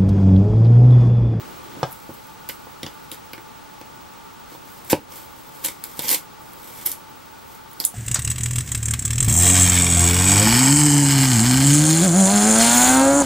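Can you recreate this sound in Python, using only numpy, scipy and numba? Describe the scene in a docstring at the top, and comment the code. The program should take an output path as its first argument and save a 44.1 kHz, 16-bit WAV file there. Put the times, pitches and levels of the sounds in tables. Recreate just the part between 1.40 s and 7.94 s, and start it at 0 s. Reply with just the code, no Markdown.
"""A fan hums in a small room under two faint high whines that beat; then nails pick at a sticker strip
on the plastic back of a flat gadget on a wooden desk, and peel it off.
Noise bursts ring film and shell for nail slips and glue snaps; random snaps make the strokes and peel crackle.
Half-sine pushes ring desk and shell modes; filtered noise makes air, fan and rumble; sines make the whines.
A limiter turns everything down after loud peaks."""
import sys
import numpy as np
from scipy import signal
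from scipy.fft import rfft, irfft
from scipy.io import wavfile
from scipy.ndimage import uniform_filter1d
from numba import njit

SR = 44100
rng = np.random.default_rng(int(sys.argv[2]) if len(sys.argv) > 2 else 0)


def invert_db(x):
    """Field ratio 10**(x/20) for x, a level in decibels (scalar or array-like)."""
    u = np.asarray(x, float) / 20
    return 10 ** u


def wrap_up_sound(samples):
    """Save the sound to the file named by the first command line argument, as 16-bit audio."""
    columns = np.atleast_2d(samples).T
    # keep every value between -1 and 1, then stretch to whole-number steps
    tamed = np.clip(columns, -1, 1)
    steps = np.round(tamed * 32767).astype(np.int16)
    wavfile.write(sys.argv[1], SR, steps)


N = 288458
T = np.arange(N) / SR

# Source levels below are ahead of room and limiter.
# air noise spectrum, relative: hz, density_db (per Hz)
AIR_SPECTRUM = [(30, -12.5), (60, -3.5), (146, -3), (400, -7.5), (750, -10), (1750, -12.5), (3570, -15.5),
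                (7000, -20.5), (10800, -25.5), (14500, -29), (16000, -57)]
# fan resonances, before wander, pan and room gain: hz, width_hz, rms_db
FAN_RESONANCES = [(881.6, 77, -50.5), (1161, 95, -54), (1320, 57, -59), (1460, 46, -58.5)]
# side gain of air and fan: hz, gain_db
AIR_SIDE_GAIN = [(60, -8), (110, -0.5), (200, 5.5), (380, 7), (700, 1.5), (1290, -0.5), (2380, -4.5),
                 (4400, -6.5), (8120, -2.5), (15000, 0)]
# whines, before channel offsets and room gain: hz, rms_db, phase_rad
WHINES = [(15734.25, -53, 0.), (15747.29, -59, -1.65)]
# room and low rumble, louder over the first half second: time_s, room_gain_db, rumble_db (before wander)
ROOM_LEVELS = [(0, 3, -44.5), (.2, 2, -54), (.42, 2.5, -46), (.6, -1.5, -76), (.8, -0.5, -62.5),
               (6.54, -1.5, -65.5)]
# wall tail bands, relative: centre_hz, t60_s, gain_db
ROOM_BANDS = [(158, 0.2, -5), (960, 0.11, 1), (3800, 0.15, 1.5), (11700, 0.23, -12.5)]
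# side gain of the near sounds' reflections: hz, gain_db
NEAR_SIDE_GAIN = [(60, -31), (400, -24), (1200, -10), (2600, -48), (4400, -9.5), (8000, -2), (15000, 2.5)]
# gadget bumps the desk top: start_s, peak_db, contact_ms
DESK_BUMPS = [(.043, -48, 0.8), (.4305, -5.5, 0.55)]
# desk modes, relative: hz, level_db, t60_s
DESK_MODES = [(129, 5.5, 0.083), (154, -3.5, 0.11), (255, -29, 0.078), (354.5, -15.5, 0.19),
              (513, -8, 0.097), (570, 3.5, 0.054), (665, -8, 0.13), (780, 4, 0.056), (865, 6, 0.05),
              (980, 0, 0.067), (1100, -5, 0.052), (1213, 5, 0.031), (1400, -30, 0.077), (1600, -5, 0.1),
              (2000, -26, .07), (2420, -20, .06), (2880, -23, .07)]
# shell flexes and knocks: start_s, peak_db, contact_ms
SHELL_KNOCKS = [(.692, -27, 1.3), (.701, -31, 0.85), (.712, -36, 4.2), (1.0945, -28, 0.65),
                (1.27, -31, 0.46), (1.432, -24.5, 1.47), (1.443, -26, 3.5), (1.466, -26, 0.78),
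                (1.72, -35, 1.2), (1.935, -32, 1.15), (1.98, -34, 1.4), (2.413, -30, 1.2),
                (3.12, -34, 0.99), (3.15, -32, 0.71), (3.5283, -14.5, 0.92), (3.5303, 0, 1.1),
                (4.285, -28, 0.52), (4.592, -21.5, 1), (4.645, -32, 1.7), (4.684, -33.5, 1.6),
                (5.458, -30, 1.1), (6.402, -33, 1.4)]
# low shell modes, relative: hz, level_db, t60_s
SHELL_MODES = [(64, -10, 0.16), (110, 1, 0.069), (156, -6.5, 0.13), (268, -11.5, 0.15), (309, 2.5, 0.092),
               (351, 2.5, 0.052), (485, 6, 0.027), (539, 3, 0.043), (591, -4, 0.066), (746, -3.5, 0.046),
               (862, 9.5, 0.033), (954, 4, 0.044), (1054, 4.5, 0.055), (1260, -8, 0.2), (1440, -5, 0.13),
               (1574, -48, 0.087), (1904, -29, 0.064), (2180, -24, .07)]
# shell resonances, relative: hz, width_hz, level_db
SHELL_PEAKS = [(1514, 180, -3), (2244, 484, 5.5), (2492, 1150, 3.5), (3394, 1020, 2.5), (4250, 1180, 0.5),
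               (5600, 2180, -4.5)]
# film resonances, relative: hz, width_hz, level_db
FILM_PEAKS = [(7150, 2500, 2.5), (9700, 1530, 2.5), (12450, 1550, 4), (14850, 840, 2)]
# slow peeling and rubbing: time_s, film_level_db
PEEL_LEVELS = [(0, -60), (.4, -66), (.53, -54), (1.02, -63), (1.16, -58.5), (1.4, -64), (1.6, -59),
               (1.9, -67), (2.2, -70), (3.04, -68), (3.11, -55), (3.23, -66), (3.28, -51), (3.42, -56),
               (3.49, -48), (3.55, -80), (3.69, -80), (3.71, -51), (3.76, -44.5), (3.87, -56),
               (4.07, -56.5), (4.23, -48), (4.36, -63), (4.44, -55), (4.46, -50.5), (4.6, -46.5),
               (4.8, -50), (4.89, -74), (4.99, -68), (5.03, -55), (5.11, -57), (5.27, -48), (5.42, -44),
               (5.54, -53), (5.6, -63), (6.0, -61), (6.14, -51), (6.24, -69.5), (6.32, -56), (6.54, -58)]
# crackle strokes: rips, fading crackle after nail slips, and a slower swell:
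# start_s, rise_ms, hold_ms, fall_ms, film_level_db, shell_re_film_db
CRACKLE_STROKES = [(.742, 1, 2, 44, -50, -10), (1.1, 1, 2, 81, -40, -12), (1.44, 37, 2, 60, -55, 6),
                   (1.723, 0.9, 2, 54, -40, -2.5), (1.94, 1, 2, 85, -54, -12), (3.07, 37, 40, 90, -56.5, 3),
                   (3.498, 1, 28.4, 4.6, -24.5, -6), (4.237, 10, 3, 102, -28, -6.5),
                   (4.445, 1, 2, 50, -39, -5), (4.595, 1, 2, 26, -30, 1), (4.612, 21, 26, 25, -35.5, -2),
                   (4.67, 22.7, 43.5, 69, -22.5, -7.5), (5.452, 7.1, 4, 124, -28, -9.5),
                   (5.519, 1.2, 2, 32, -38, -12), (6.403, 1, 2, 59, -33, -7.5),
                   (6.43, 14.3, 4, 6.8, -36, -7.5), (6.453, 1, 1, 60, -30.5, -29)]
# nail slips and glue snaps, before pan:
# start_s, shell_peak_db, film_rms_db (first 4 ms), shell_hz (favoured), film_hz (favoured), tear_t60_ms
NAIL_TICKS = [(0.4301, -18, -50, 3180, 9000, 23), (0.5104, -57, -42, 1400, 12600, 8),
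              (0.5197, -54, -40, 5280, 12600, 6), (0.5266, -55, -36, 1450, 12600, 11),
              (0.6014, -53, -50, 1460, 12600, 10), (0.738, -50, -44, 1680, 11500, 16),
              (0.8694, -56, -48, 1630, 11000, 10), (1.0893, -28, -27, 2600, 11600, 18),
              (1.0954, -22, -42, 2300, 12000, 19), (1.431, -17.5, -36, 3260, 10500, 16),
              (1.464, -22, -53, 3300, 11000, 13), (1.7154, -24.5, -33, 3270, 11000, 15),
              (1.745, -44, -42, 1440, 11000, 10), (1.9327, -26, -37.5, 2280, 12600, 15),
              (1.979, -31, -57, 1470, 11000, 12), (2.4133, -32, -48, 2060, 10900, 11),
              (2.736, -48, -52, 3210, 11000, 11), (3.448, -49, -44, 2480, 11000, 13),
              (3.5, -17, -31, 5270, 11000, 11), (3.5296, -10, -30.5, 1400, 9150, 14),
              (3.7199, -33, -49, 5400, 12000, 12), (3.7783, -38, -45, 1460, 12000, 11),
              (4.245, -23, -25, 3280, 11000, 18), (4.2482, -18.5, -25, 3320, 11000, 16),
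              (4.2515, -23, -31, 3230, 12000, 18), (4.2602, -28, -22, 2160, 9800, 7.1),
              (4.2668, -24, -34, 3550, 10000, 9), (4.284, -22.5, -32, 2290, 9000, 19),
              (4.4391, -25, -27.5, 4400, 11000, 6.7), (4.592, -17, -25, 4640, 10200, 16),
              (4.621, -34, -30, 1960, 12600, 12), (4.639, -32, -33, 5600, 12600, 11),
              (4.666, -28, -34, 5700, 12000, 15), (4.682, -15, -26, 5740, 10000, 21),
              (4.6912, -13.5, -22, 5770, 10000, 8), (4.7029, -16, -21, 5290, 10000, 9.1),
              (4.713, -17.5, -22, 4260, 10000, 17), (4.746, -16, -23, 5100, 10900, 12),
              (5.0164, -55, -51, 1520, 10000, 8), (5.12, -55, -51, 2830, 10000, 8),
              (5.1335, -40, -43, 1400, 12000, 11), (5.412, -35, -43, 4400, 9000, 13),
              (5.461, -21.5, -18, 4420, 11800, 24), (5.471, -28, -23, 3850, 11500, 8.9),
              (5.5164, -24, -25, 5480, 9700, 8), (6.3143, -53, -47, 1630, 13000, 10),
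              (6.3314, -52, -44, 1460, 14500, 13), (6.4011, -14, -24.5, 4240, 10900, 4.2),
              (6.409, -44, -35, 4110, 13000, 8), (6.44, -20, -46, 4290, 8000, 15),
              (6.4505, -23.5, -13, 3800, 9800, 5.9), (6.457, -46, -32, 5900, 9600, 14)]

AIR_RMS_DB = -46.5  # before pan and room gain
TONE_PAN_DB = 2.5  # air and fan mid, left minus right
WET_DB = -7
PEEL_SHELL_DB, PEEL_RATTLE_DB = -6, 1.5  # shell re film, low rattle re shell
STROKE_RATTLE_DB = -3.5  # re shell
RISE_DB, FALL_DB = 15, 30  # stroke swell over rise_ms, decay per fall_ms
TICK_PAN_DB, TICK_PAN_SCATTER_DB = -1.5, 3  # left minus right
LIMIT_DB, LIMIT_POWER = -7.0, 0.72
TOP_HZ = 16050


def shape(x, table):
    """Colour by a (hz, db) table on a log axis."""
    size = x.shape[-1]
    hz, db = np.transpose(table)
    f = np.maximum(np.arange(size // 2 + 1) * SR / size, 1)
    return irfft(rfft(x) * invert_db(np.interp(np.log(f), np.log(hz), db)), size)


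def level(x, db):
    """Scale to an rms level."""
    return x * invert_db(db) / np.sqrt(np.mean(x ** 2))


def steep(x, hz):
    """High-pass: small parts do not radiate bass."""
    return signal.sosfilt(signal.butter(3, hz, "high", fs=SR, output="sos"), x)


def ring(x, peaks):
    """Sum of resonances of alternating sign."""
    out = 0
    for k, (hz, width_hz, db) in enumerate(peaks):
        b, a = signal.iirpeak(hz, hz / width_hz, fs=SR)
        out = out + (-1) ** k * invert_db(db) * signal.lfilter(b, a, x)
    return out


def add(out, x, start_s):
    """Mix x into out from start_s."""
    i = int(start_s * SR)
    out[..., i:i + x.shape[-1]] += x[..., :N - i]


def walk(rate_hz):
    """Random values held 1 / rate_hz seconds and smoothed twice; spread near 1."""
    k = int(SR / rate_hz)
    steps = np.repeat(rng.standard_normal(N // k + 1), k)
    return 1.1 * uniform_filter1d(uniform_filter1d(steps, k), k)[:N]


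def fading_noise(seconds, t60_s):
    """Noise that dies away, unit energy."""
    t = np.arange(int(seconds * SR)) / SR
    x = rng.standard_normal(len(t)) * invert_db(-60 * t / t60_s)
    return x / np.sqrt(np.sum(x ** 2))


def struck(modes, offsets_db):
    """Impulse response of a set of modes: decaying sines."""
    t = np.arange(int(.3 * SR)) / SR
    return sum(invert_db(db + offset_db - 60 * t / t60_s) * np.sin(2 * np.pi * hz * t)
               for (hz, db, t60_s), offset_db in zip(modes, offsets_db))


def air_and_fan():
    """Coloured air noise plus noise through fan resonances whose level wanders about 1 dB."""
    air = level(shape(rng.standard_normal(N), AIR_SPECTRUM), AIR_RMS_DB)
    fan = 0
    for hz, width_hz, db in FAN_RESONANCES:
        narrow = ring(rng.standard_normal(N), [(hz, width_hz, 0)])
        fan = fan + level(ring(narrow, [(hz, 2 * width_hz, 0)]), db)
    return air + fan * invert_db(walk(11))


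def whines():
    """Two close steady sines beat; the left is weaker and a quarter cycle ahead."""
    return np.array([sum(np.sqrt(2) * invert_db(db + offset_db) * np.sin(2 * np.pi * hz * T + rad + lead_rad)
                         for hz, db, rad in WHINES)
                     for offset_db, lead_rad in ((-8.0, np.pi / 2), (3.5, 0))])


def low_rumble(rumble_db):
    """Noise through two low resonances, with a wandering level."""
    rumble = ring(rng.standard_normal(N), [(153, 59, -6.0), (343, 140, -2.5)])
    return level(rumble, 0) * invert_db(rumble_db + 2 * walk(24))


def room_tone():
    """Air, fan and whines share one level curve; the low rumble has its own."""
    time_s, room_db, rumble_db = np.transpose(ROOM_LEVELS)
    mid = air_and_fan() * invert_db(np.array([[TONE_PAN_DB], [-TONE_PAN_DB]]) / 2)
    side = shape(air_and_fan(), AIR_SIDE_GAIN)
    tone = mid + np.array([side, -side]) + whines()
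    return tone * invert_db(np.interp(T, time_s, room_db)) + low_rumble(np.interp(T, time_s, rumble_db))


def wall_tail():
    """Walls return band-filtered fading noise, each band with its own t60, after 130 samples."""
    tail = 0
    for hz, t60_s, db in ROOM_BANDS:
        band = signal.butter(2, [hz / 2.68, min(hz * 3.04, 20000)], "band", fs=SR, output="sos")
        tail = tail + invert_db(db) * signal.sosfilt(band, fading_noise(.3, t60_s))
    return np.pad(tail, (130, 0))


def in_room(near):
    """Desk reflections part the channels, most in the treble; the walls add a short tail."""
    mono = near.mean(0)
    mid_tail = invert_db(WET_DB) * signal.fftconvolve(mono, wall_tail())[:N]
    side_tail = invert_db(WET_DB) * signal.fftconvolve(mono, wall_tail())[:N]
    early = rfft(np.pad(fading_noise(.04, 0.02), (12, 0)), N)
    # early scatter smears phase only, not colour
    scatter = irfft(rfft(mono) * early / abs(early), N)
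    side = shape(scatter + side_tail, NEAR_SIDE_GAIN)
    return near + mid_tail + np.array([side, -side])


def blows(events, modes, scatter_db):
    """A half-sine push of the contact time rings the modes; longer contact is duller."""
    out = np.zeros(N)
    for start_s, peak_db, contact_ms in events:
        push = np.sin(np.pi * np.clip(T[:400] / (contact_ms / 1000), 0, 1))
        response = struck(modes, scatter_db * rng.standard_normal(len(modes)))
        blow = steep(signal.fftconvolve(response, push), 127)
        add(out, invert_db(peak_db) * blow / abs(blow).max(), start_s)
    return out


def crackle(film_gain, shell_gain, rattle_db, rate_per_s, spread_db, grain_db):
    """Glue threads snap at random moments, sizes uneven, ringing film, shell and low shell modes."""
    snaps = (rng.random(N) < rate_per_s / SR) * rng.standard_normal(N)
    size_db = spread_db * np.minimum(rng.exponential(size=N), 4) + grain_db * walk(250)
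    snaps = level(snaps * invert_db(size_db), 0)
    film = film_gain * level(steep(ring(snaps, FILM_PEAKS), 8900), 0)
    shell = shell_gain * level(ring(snaps, SHELL_PEAKS), 0)
    low = steep(struck(SHELL_MODES, np.zeros(len(SHELL_MODES))), 223)
    low = low / np.sqrt(np.sum(low ** 2))
    rattle = signal.fftconvolve(snaps * shell_gain * invert_db(rattle_db), low)[:N]
    return film + shell + rattle


def peeling():
    """Slow peel: a thin fizz of snaps that follows the level table."""
    gain = invert_db(np.interp(T, *np.transpose(PEEL_LEVELS)))
    return crackle(gain, gain * invert_db(PEEL_SHELL_DB), PEEL_RATTLE_DB, 9000, 0.58, 2.8)


def crackle_strokes():
    """Denser, more uneven crackle: each stroke rises, holds and dies away."""
    film_gain, shell_gain = np.zeros(N), np.zeros(N)
    for start_s, rise_ms, hold_ms, fall_ms, film_db, shell_db in CRACKLE_STROKES:
        # decay runs for twice fall_ms
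        corners_s = np.cumsum(np.maximum([0, rise_ms, hold_ms, 2 * fall_ms], 1e-3)) / 1000
        t = T[:int(corners_s[-1] * SR)]
        gain = invert_db(film_db + np.interp(t, corners_s, [-RISE_DB, 0, 0, -2 * FALL_DB]))
        add(film_gain, gain, start_s)
        add(shell_gain, gain * invert_db(shell_db), start_s)
    return crackle(film_gain, shell_gain, STROKE_RATTLE_DB, 12000, 2.7, 1.6)


def favour(peaks, spot_hz, db_per_octave):
    """Weaken resonances far from the touched spot's own."""
    return [(hz, width_hz, db - db_per_octave * abs(np.log2(hz / spot_hz))) for hz, width_hz, db in peaks]


def ticks():
    """A moment of tearing rings the film and shell resonances nearest the touched spot's own."""
    out = np.zeros((2, N))
    for start_s, shell_db, film_db, shell_hz, film_hz, tear_ms in NAIL_TICKS:
        pan_db = TICK_PAN_DB + TICK_PAN_SCATTER_DB * rng.standard_normal()
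        tear = fading_noise(.05, tear_ms / 1000)
        shell = ring(tear, favour(SHELL_PEAKS, shell_hz, 6.7))
        film = steep(ring(tear, favour(FILM_PEAKS, film_hz, 15)), 6500)
        shell = invert_db(shell_db) * shell / abs(shell).max()
        film = invert_db(film_db) * film / np.std(film[:SR // 250])  # first 4 ms
        add(out, invert_db(np.array([[pan_db], [-pan_db]]) / 2) * (shell + film), start_s)
    return out


def scene():
    """Everything the hands do shares one room."""
    bumps = blows(DESK_BUMPS, DESK_MODES, 0.97)
    knocks = blows(SHELL_KNOCKS, SHELL_MODES, 3.3)
    near = ticks() + crackle_strokes() + peeling() + bumps - knocks  # knocks in opposite polarity
    return room_tone() + in_room(near)


@njit
def follow(x, attack, hold, release):
    """Peak follower that holds before it lets go."""
    e, wait, out = 1e-6, 0., np.empty(len(x))
    for i in range(len(x)):
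        if x[i] > e:
            e, wait = e + attack * (x[i] - e), hold
        elif wait > 0:
            wait -= 1
        else:
            e *= release
        out[i] = e
    return out


def limiter(x):
    """Both channels turn down after a peak, hold, then recover."""
    # attack 1.3 ms, hold 0.13 s, follower release 60 dB in 0.5 s
    peak = follow(abs(x).max(0), 1 / (0.0013 * SR), .13 * SR, invert_db(-60 / (.5 * SR)))
    return x * np.minimum(invert_db(LIMIT_DB) / peak, 1) ** LIMIT_POWER


def roll_off(x):
    """The treble ends steeply here."""
    return signal.sosfilt(signal.butter(12, 17140, fs=SR, output="sos"), x)


def record(dry):
    """Limit, then cut the top with a steep low-pass."""
    low_pass = signal.ellip(8, .3, 50, TOP_HZ, fs=SR, output="sos")
    mix = signal.sosfilt(low_pass, limiter(dry))
    return roll_off(mix)


dry = scene()
out = record(dry)
wrap_up_sound(out)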